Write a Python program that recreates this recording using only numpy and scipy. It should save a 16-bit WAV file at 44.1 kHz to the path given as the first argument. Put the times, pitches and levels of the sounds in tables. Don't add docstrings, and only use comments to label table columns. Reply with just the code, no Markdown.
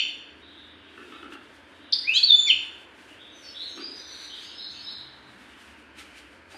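import sys
import numpy as np
from scipy import signal
from scipy.fft import rfft, irfft, next_fast_len
from scipy.io import wavfile
from scipy.ndimage import uniform_filter1d

SR = 44100
rng = np.random.default_rng(int(sys.argv[2]) if len(sys.argv) > 2 else 0)


def inscribe(sig):
    pcm = np.round(np.clip(np.atleast_2d(sig).T, -1, 1) * 32767)
    wavfile.write(sys.argv[1], SR, pcm.astype(np.int16))


def natural_amplitude(level_db):
    exponent = np.asarray(level_db, float) / 20
    return 10 ** exponent


N = 289737
T = np.arange(N) / SR
LEAD = SR
FAST = next_fast_len(N)
FRAME = 2048

# (time [s], pitch [Hz], level [dB])
LOW_VOICE = [
    [(1.9280, 3900, -30.5), (1.9310, 3643, -15.5), (1.9345, 3520, -33)],
    [(2.035, 1887, -46), (2.066, 2260, -46.5), (2.082, 2455, -21), (2.091, 2573, -26), (2.095, 2544, -14),
     (2.104, 2675, -25.5), (2.113, 2744, -29.5), (2.140, 3000, -31), (2.165, 3213, -21.5),
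     (2.186, 3492, -19.5), (2.194, 3357, -34)],
    [(2.460, 2724, -47), (2.475, 2336, -30), (2.490, 2099, -31.5), (2.499, 2010, -49)],
]
# (time [s], pitch [Hz], level [dB])
HIGH_VOICE = [
    [(1.9235, 5760, -36.5), (1.9255, 5007, -22), (1.9278, 3850, -18), (1.9292, 3000, -43.5)],
    [(1.9295, 4140, -16.5), (1.9320, 4413, -17), (1.9378, 5004, -15), (1.9400, 4876, -21)],
    [(2.135, 3532, -30), (2.15, 3800, -28), (2.163, 4022, -18.5), (2.176, 4330, -26.5),
     (2.192, 4673, -27.5)],
    [(2.228, 3813, -25.5), (2.236, 4370, -12.5), (2.242, 4402, -12), (2.247, 4550, -16.5),
     (2.251, 4640, -29.5)],
    [(2.262, 4228, -31), (2.280, 3950, -24.5), (2.298, 3674, -20), (2.308, 3624, -8), (2.313, 3515, -25.5)],
    [(2.313, 3575, -26), (2.324, 3518, -9.5), (2.350, 3491, -14), (2.358, 3505, -27.5), (2.385, 3494, -26),
     (2.414, 3510, -21), (2.424, 3553, -34.5), (2.472, 3504, -47)],
    [(2.474, 3360, -36), (2.486, 3510, -23), (2.492, 3286, -26.5), (2.503, 3060, -11), (2.512, 2660, -18.5),
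     (2.522, 2410, -20.5)],
]
# (peak time [s], level [dB], rise [s], fall [s])
LOW_OCTAVE = [
    (2.15, -42, 0.014, .04),
    (2.489, -24, 0.0087, 0.0039),
]
HIGH_OCTAVE = [
    (2.142, -48, .01, 0.014),
    (2.372, -32.5, .012, 0.034),
    (2.41, -36, 0.024, 0.008),
    (2.455, -38, .03, 0.0024),
]
# (peak time [s], level [dB], rise [s], fall [s])
SUM_TONE = [
    (2.153, -40, 0.013, 0.016),
    (2.472, -40, 0.0059, 0.0052),
    (2.49, -37, 0.0144, 0.024),
]
DIFFERENCE_TONE = [
    (2.165, -41.5, .02, 0.032),
]
# (delay [s], level [dB])
REFLECTIONS = [(.0042, -10.5), (.0115, -9.5), (.0212, -15), (.0285, -13.5), (.033, -15)]

# (time [s], top pitch [Hz], level [dB])
CHIPS = [(.41, 4100, -51), (.46, 4230, -49), (.51, 3900, -48), (.56, 4200, -48.5), (.62, 4000, -49.5),
         (.68, 4100, -59), (.968, 3000, -50.5), (1.12, 4100, -49.5), (1.84, 4150, -56), (3.07, 3160, -49.5),
         (3.185, 3860, -43.5), (3.27, 3930, -48), (3.54, 4020, -34.5), (3.591, 4556, -31.5),
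         (3.644, 4400, -36), (3.75, 3610, -47.5), (3.762, 2850, -49), (3.974, 4400, -43.5),
         (4.03, 4170, -45.5), (4.082, 4670, -41), (4.13, 4260, -44), (4.18, 4540, -42.5), (4.23, 4400, -44),
         (4.295, 3600, -38.5), (4.315, 4070, -40), (4.36, 3710, -45), (4.42, 5380, -44), (4.578, 4490, -34),
         (4.64, 4500, -36), (4.751, 4950, -40.5), (4.855, 4510, -33), (4.921, 4450, -39),
         (4.98, 4410, -41.5), (5.48, 3210, -55), (5.68, 2930, -61)]
# (time [s], length [s], middle pitch [Hz], glide
# [Hz], level [dB])
WHISTLES = [(-.07, 0.037, 5750, -480, -44.5), (-.05, 0.027, 4464, -500, -32.5),
            (3.315, 0.045, 6080, -40, -55), (3.38, .06, 5930, -30, -59), (3.422, 0.051, 5330, -400, -46),
            (3.426, 0.037, 4495, -400, -44), (3.665, 0.059, 6440, 334, -52.5),
            (3.688, 0.065, 5500, 102, -56), (3.79, 0.049, 4770, 395, -36), (3.82, 0.05, 4940, 354, -39.5),
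            (3.9, 0.06, 4884, 300, -42.5), (3.955, 0.019, 5990, 40, -47), (4.03, 0.035, 6020, -51, -51),
            (4.085, 0.016, 6000, -40, -47), (4.13, 0.05, 5970, -63, -53), (4.19, 0.028, 5970, 40, -52),
            (4.23, 0.018, 5970, -45, -53.5), (4.27, 0.016, 6100, 30, -58), (4.39, 0.042, 6400, 1009, -55),
            (4.42, 0.022, 3050, 987, -46), (4.49, 0.016, 3040, 1103, -43.5), (4.73, 0.02, 2830, 905, -46.5),
            (4.52, 0.064, 5135, -44, -45.5), (4.58, 0.077, 5120, -27, -50), (4.68, 0.052, 6420, 1104, -57),
            (4.80, 0.064, 5120, -40, -45.5), (4.86, 0.083, 5110, -34, -53), (6.508, .057, 4800, 305, -54.5)]
# (time [s], highest pitch [Hz], level [dB])
FLOCK = [(0.296, 3630, -58), (0.498, 4030, -62), (.8, 3827, -57), (1.6, 3534, -64.5), (1.879, 4090, -52.5),
         (3.0, 3380, -64), (3.5, 4004, -52.5), (4.0, 4796, -52.5), (4.25, 4837, -46.5), (4.5, 4740, -51),
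         (4.9, 4654, -48.5), (5.1, 4316, -59), (5.8, 3033, -62.5), (6.1, 3270, -55.5), (6.4, 3000, -66.5)]

# (time [s], peak level [dB], tray thud [dB], perch tap [dB])
KNOCKS = [(0.9761, -36.5, -17, -16), (1.1207, -33.5, -25, -15.5), (1.161, -38, -15, -20),
          (1.2279, -34, -9.5, -15), (1.3214, -30.5, -34, -16), (1.336, -37.5, -12, -15.5),
          (1.357, -56, -22, -9), (3.7748, -34, -7, -13), (3.7969, -51, -3, -22), (5.981, -44.5, -12, -1.5),
          (6.5194, -46.5, -9, 0), (6.5439, -44, -6.5, 7.5)]
# (frequency [Hz], width [Hz], level [dB])
WIRES = [(1331, 150, -0.5), (1490, 100, -7), (1720, 76, -5), (2200, 55, -17), (2620, 170, -6),
         (3000, 150, -13)]
PERCH = [(632, 9.8, 0), (819, 54, -6)]
TRAY = [(287, 30, 12), (344, 33, 8), (400, 35, -24)]
# (peak time [s], level [dB], rise [s], fall [s])
CREAK = [
    (1.06, -41.5, 0.13, 0.076),
    (1.24, -43.5, 0.033, 0.065),
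    (1.315, -49, .05, 0.01),
    (1.4, -52, 0.022, 0.031),
    (3.78, -41, 0.05, 0.1),
    (3.89, -48, 0.12, 0.041),
]

# (peak time [s], level [dB], rise [s], fall [s])
RUSTLE = [(0, -65, .1, 0.13), (.64, -77.5, 0.19, 0.12), (.98, -75, 0.041, 0.14), (1.08, -70.5, 0.12, 0.43),
          (1.335, -63, 0.015, 0.017), (1.53, -76, 0.049, 0.16), (1.78, -80.5, 0.12, .3),
          (1.93, -65.5, 0.0046, 0.36), (2.16, -58.5, 0.035, 0.061), (2.55, -69, 0.043, 0.11),
          (2.74, -74, 0.16, 0.19), (3.06, -67.5, 0.093, 0.26), (3.43, -70, 0.068, 0.46),
          (3.69, -65, 0.043, 0.18), (4.01, -74, 0.18, 0.27), (4.21, -60, 0.093, 0.13),
          (4.41, -66, 0.068, .13), (4.73, -67.5, .12, 0.15), (4.89, -70.5, .04, 0.18),
          (5.42, -73, 0.14, 0.24), (5.62, -67.5, 0.19, 0.22), (5.99, -57, 0.016, 0.097),
          (6.18, -63, 0.038, 0.13), (6.515, -59.5, 0.014, 0.12)]
# (frequency [Hz], density [dB per Hz])
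FEATHER = [(1000, -26), (1400, -7), (2400, -3), (3600, -7.5), (5500, -14.5), (7500, -17), (9500, -16.5),
           (10400, -23), (10800, -49.5)]
FEATHER_TOP = [(10300, -13.5), (10500, 2.0), (12000, 1.5), (13900, -7.5), (14200, -27.0)]

# (frequency [Hz], density [dB per Hz])
AIR = [(260, -42.5), (450, -9.5), (527, 0.5), (776, -7), (896, 0), (1100, -5), (1460, 1.5), (1890, -1),
       (3930, -19.5), (4540, -14), (6140, -31), (8790, -38.5), (11500, -45.5), (12500, -49.5),
       (13900, -53.5)]
RUMBLE = [(15, -56.5), (30, -25.5), (44, -19), (62, -0.5), (86, -2.5), (157, -13), (298, 3), (450, -5.5),
          (580, -44), (990, -120)]
AIR_EDGES_HZ = [20, 110, 200, 300, 450, 700, 1100, 1600, 2400, 4000, 14000]
# (time [s], pitch [Hz])
HUM_PITCH = [(0, 77.4), (.3, 79.8), (.9, 84.6), (1.05, 73.5), (1.7, 88), (2.55, 90), (3.1, 103), (3.9, 110),
             (4.6, 116), (5.1, 63.7), (5.55, 71), (5.9, 76.7), (6.2, 65.2), (6.5, 84)]
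# (peak time [s], level [dB], rise [s], fall [s])
HUM = [(.18, -60, 0.1, 0.54), (1.0, -57.5, 0.3, 0.073), (1.25, -64, 0.092, 0.14), (1.6, -62, 0.2, 0.45),
       (2.56, -57.5, 0.09, 0.18), (3.15, -65.5, 0.2, .15), (3.9, -68, 0.15, .15), (5.56, -56.5, 0.42, 1.0),
       (6.57, -55.5, 0.1, .1)]
# (peak time [s], level [dB], rise [s], fall [s])
GROWL = [
    (4.72, -64, 0.054, 0.3),
    (5.07, -58, 0.04, 0.23),
]
DRONE = [
    (4.95, -62, 0.48, 0.091),
    (5.38, -53, 0.12, 0.06),
    (5.75, -60, 0.27, 0.52),
]

TONE_HZ = [10164, 10853, 11542, 12575]
# (time [s], length [s], level [dB])
TREBLE_TONES = [
    [(0, 0.2, -86), (2.489, 0.024, -60), (2.51, 0.21, -86)],
    [(0, .12, -76), (.12, 0.23, -95), (2.15, 0.041, -56.5), (2.19, 0.11, -72), (2.325, 0.15, -61.5)],
    [(1.927, 0.05, -77), (1.982, .135, -93), (2.118, 0.073, -81), (2.235, .095, -83), (2.47, .04, -69)],
    [(1.927, 0.015, -65), (1.947, .196, -90), (2.143, .02, -66), (2.163, 0.17, -77), (2.33, .055, -82.5),
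     (3.77, 0.67, -94.5)],
]
# (peak time [s], level [dB], rise [s], fall [s])
FILL = [
    (1.935, -64, 0.0032, .1),
    (2.04, -69, 0.085, .006),
    (2.15, -62.5, .006, .15),
    (2.32, -65.5, 0.12, .02),
    (2.49, -67, 0.014, 0.037),
]
# (time [s], length [s], low edge [Hz], high edge [Hz], level [dB])
GAPS = [(1.945, .08, 6100, 7000, -18), (1.95, .09, 13600, 14300, -15), (2.05, .07, 8000, 10000, -16),
        (2.15, .06, 11000, 12300, -14), (2.25, .08, 13200, 14300, -12), (2.33, .135, 11100, 14300, -16),
        (2.34, .11, 5350, 5900, -15), (2.385, .075, 7600, 10400, -16), (2.53, .16, 12200, 12900, -8),
        (3.58, .08, 12300, 14300, -8), (3.8, .14, 11900, 14300, -8), (3.86, .05, 10400, 14300, -12),
        (4.52, .07, 10400, 14300, -8), (4.94, .11, 5550, 6000, -25), (3.77, .12, 6850, 7250, -25),
        (3.87, .04, 5700, 6100, -20), (3.53, .08, 6750, 7100, -22), (3.705, .04, 4750, 5050, -18),
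        (4.55, .08, 7150, 7450, -20), (4.76, .1, 7150, 7350, -18)]


def near_bird():
    low, low_gain, low_gate = syrinx_half(LOW_VOICE)
    high, high_gain, high_gate = syrinx_half(HIGH_VOICE)
    rasp = 1 + 0.43 * walk(350)
    low_half = low_gain * np.sin(low) + rasp * low_gate * swell(LOW_OCTAVE) * np.sin(2 * low)
    high_half = high_gain * np.sin(high) + high_gate * swell(HIGH_OCTAVE) * np.sin(2 * high)
    mixing = swell(SUM_TONE) * np.sin(low + high) + swell(DIFFERENCE_TONE) * np.sin(2 * high - low)
    phrase = np.sqrt(2) * (low_half + high_half + rasp * low_gate * high_gate * mixing)
    breath = natural_amplitude(-40) * (low_gain + high_gain) * unit(band(rng.standard_normal(N), 4100, 7600))
    voice = np.r_[np.zeros(LEAD), phrase + breath]
    earlier_s, earlier_db = 2.539, 0.5
    voice = voice + natural_amplitude(earlier_db) * np.roll(voice, -int(earlier_s * SR))
    early = sum(natural_amplitude(db) * np.roll(voice, int(s * SR)) for s, db in REFLECTIONS)
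    echo = room(voice, 0.52, 0.55, 0.0023, -7.5, 0.69)
    return (voice + early + natural_amplitude(-3.5) * echo)[None, LEAD:]


def syrinx_half(notes):
    hz, gain, gate = np.zeros((3, N))
    for note in notes:
        s, note_hz, db = np.transpose(note)
        on = (T >= s.min()) & (T < s.max())
        hz[on] = np.interp(T[on], s, note_hz)
        gate[on] = signal.windows.tukey(on.sum(), .15)
        gain[on] = natural_amplitude(np.interp(T[on], s, db)) * gate[on]
    return 2 * np.pi * np.cumsum(hz) / SR, gain, gate


def far_birds():
    voice = np.zeros(LEAD + N)
    warble = 1 + .012 * walk(500)
    chip_s, chip_start = .022, .79
    chips = [(s, chip_s, hz * (1 + chip_start) / 2, hz * (1 - chip_start), db) for s, hz, db in CHIPS]
    for s, length_s, middle_hz, glide_hz, db in [*WHISTLES, *chips, *flock_calls()]:
        u = np.linspace(0, 1, int(length_s * SR))
        hz = (middle_hz + glide_hz * (u - .5)) * warble[int(abs(s) * SR):][:len(u)]
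        add_whistle(voice, s, hz, natural_amplitude(db) * np.sin(np.pi * u))
    echo = room(voice, 0.66, 0.5, 0.021, -15, 0.92)
    return (natural_amplitude(-10.5) * voice + natural_amplitude(3.5) * echo)[LEAD:]


def flock_calls():
    chance = rng.random((1500, 4))
    when = chance[:, 0] * 6.5
    s, *columns = np.transpose(FLOCK)
    high_hz, level_db = (np.interp(when, s, c) for c in columns)
    lowest = .68
    centre_hz = high_hz * (lowest + (1 - lowest) * chance[:, 1])
    sweep_hz = 400 + 600 * chance[:, 2]
    level_db = level_db + 8 * (chance[:, 3] - 1.5)
    return np.transpose([when, np.full(len(when), 0.02306), centre_hz, sweep_hz, level_db])


def add_whistle(out, start_s, hz, gain):
    i = LEAD + int(start_s * SR)
    note = np.sqrt(2) * gain * np.sin(2 * np.pi * np.cumsum(hz) / SR)
    out[i:i + len(hz)] += note[:len(out) - i]


def cage():
    tick, tap, thud = np.zeros((3, N))
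    grip = np.hanning(700)[250:]
    for s, db, thud_db, tap_db in KNOCKS:
        i = int(s * SR)
        tick[i:i + len(grip)] += natural_amplitude(db) * grip * rng.standard_normal(len(grip))
        tap[i] = natural_amplitude(db + tap_db)
        thud[i] = natural_amplitude(db + thud_db)
    grains = rng.standard_normal(N) * (rng.random(N) < 150 / SR)
    wires = natural_amplitude(9.5) * band(ring(tick, WIRES), 1000, 3600)
    perch = natural_amplitude(42.5) * band(ring(tap, PERCH), 530, 1150)
    creak = natural_amplitude(-9.5) * swell(CREAK) * unit(ring(grains, TRAY))
    tray = band(natural_amplitude(36.0) * ring(thud, TRAY) + creak, 210, 480)
    direct = wires + perch + tray
    return direct + natural_amplitude(2.0) * room(direct, 0.39, 0.21, 0.0084, -14, 1.0)


def feathers():
    body = coloured(FEATHER)
    body = body / np.std(band(body, 7800, 9700))
    top = natural_amplitude(-7) * coloured(FEATHER_TOP)
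    flutter = natural_amplitude(1.8 * walk(35) - 4.0)
    return (swell(RUSTLE) + natural_amplitude(-88.5)) * flutter * (body + top)


def air():
    noise = natural_amplitude(-53 - 2.5) * coloured(AIR) + natural_amplitude(-57.5 - 1.84) * coloured(RUMBLE)
    edges = AIR_EDGES_HZ
    return sum(natural_amplitude(1.0 * walk(2.3)) * band(noise, lo, hi) for lo, hi in zip(edges, edges[1:]))


def hum():
    hz = np.interp(T, *np.transpose(HUM_PITCH)) * (1 + 0.04 * walk(14))
    tone = np.sin(2 * np.pi * np.cumsum(hz) / SR)
    return (swell(HUM) + natural_amplitude(-82)) * natural_amplitude(2.8 * walk(15) - 3.5) * tone


def traffic():
    road = rng.standard_normal(N)
    growl = swell(GROWL) * unit(band(road, 118, 138))
    drone = swell(DRONE) * unit(band(road, 195, 255))
    return natural_amplitude(-4.5) * (growl + drone)


def room(x, t60_s, treble_t60_s, build_s, late_db, late_t60_s):
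    t = np.arange(SR) / SR
    noise, late = rng.standard_normal((2, SR))
    low = band(noise, 100, 5000)

    def fade(t60):
        return natural_amplitude(-60 * t / t60)

    echo = low * fade(t60_s) + (noise - low) * fade(treble_t60_s) + natural_amplitude(late_db) * late * fade(late_t60_s)
    echo = echo * (1 - np.exp(-t / build_s))
    return signal.fftconvolve(x, echo / np.sqrt(np.sum(echo ** 2)))[:len(x)]


def swell(rows):
    gain = np.zeros(N)
    for s, db, rise_s, fall_s in rows:
        away = np.maximum((s - T) / max(rise_s, .002), (T - s) / max(fall_s, .002))
        gain += natural_amplitude(db - 10 * away)
    return gain


def walk(rate):
    k = int(SR / rate)
    held = np.repeat(rng.standard_normal(N // k + 1), k)
    return 1.295 * uniform_filter1d(uniform_filter1d(held, k), k)[:N]


def ring(x, modes):
    return sum(natural_amplitude(db) * signal.lfilter(*signal.iirpeak(hz, hz / max(width, 5), SR), x)
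               for hz, width, db in modes)


def coloured(points):
    hz, db = np.transpose(points)
    f = np.log(np.arange(1, FAST // 2 + 2) * SR / FAST)
    shape = natural_amplitude(np.interp(f, np.log(hz), db, -80, -80))
    return unit(irfft(rfft(rng.standard_normal(FAST)) * shape, FAST)[:N])


def band(x, lo_hz, hi_hz):
    return signal.sosfilt(signal.butter(4, [lo_hz, hi_hz], "band", fs=SR, output="sos"), x)


def unit(x):
    return x / np.sqrt(np.mean(x ** 2))


def scene():
    birds = band(near_bird(), 1000, 7700) + far_birds()
    return birds + cage() + feathers() + air() + hum() + traffic()


def masked(x):
    spec = signal.stft(x[0], nperseg=FRAME, window="cosine")[2][:FRAME // 2]
    bands = spec.reshape(64, 16, -1)
    db = 10 * np.log10(np.mean(abs(bands) ** 2, axis=1) + 1e-18)
    weak = db + 2.5 * rng.standard_normal(db.shape) < .6 * db.max(axis=0) - 63
    weak[:13], weak[23:] = False, False
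    gain_db = np.where(weak, -18., 0)
    steps = np.kron(rng.standard_normal((32, db.shape[1])), np.ones((2, 3)))[:, :db.shape[1]]
    gain_db[30:] += 1 * steps[30:]
    gain = natural_amplitude(np.repeat(gain_db, 16, axis=0))
    hz = np.arange(FRAME // 2)[:, None] * SR / FRAME
    s = np.arange(spec.shape[1]) * FRAME / 2 / SR
    for start_s, length_s, low_hz, high_hz, gap_db in GAPS:
        inside = (hz > low_hz) & (hz < high_hz) & (s > start_s) & (s < start_s + length_s)
        gain = gain * np.where(inside, natural_amplitude(gap_db), 1)
    full = np.vstack([spec * gain, 0 * spec[:1]])
    return signal.istft(full, nperseg=FRAME, window="cosine")[1][None, :N]


def shifted_treble(dry):
    squashed = .006 * np.tanh(band(dry, 5400, 6500) / 0.0052)
    source = natural_amplitude(-30) * squashed + natural_amplitude(-43) * band(dry, 2300, 2800)
    return band(2 * source * np.cos(2 * np.pi * 7580 * T), 9800, 14200)


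def treble_tones():
    tones = np.zeros(N)
    for hz, rows in zip(TONE_HZ, TREBLE_TONES):
        for s, length_s, db in rows:
            gate = np.clip(np.minimum(T - s, s + length_s - T) / .004, 0, 1)
            tones += natural_amplitude(db) * np.sqrt(2) * np.sin(2 * np.pi * hz * T) * gate
    return tones


def low_pass(x):
    return signal.sosfilt(signal.butter(12, 15720, fs=SR, output="sos"), x)


def record(dry):
    fill = swell(FILL) * unit(band(rng.standard_normal(N), 7900, 10300))
    hiss = natural_amplitude(-99.5) * rng.standard_normal(N)
    mix = masked(dry + shifted_treble(dry) + fill) + treble_tones() + hiss
    return low_pass(mix)


dry = scene()
out = record(dry)
inscribe(out)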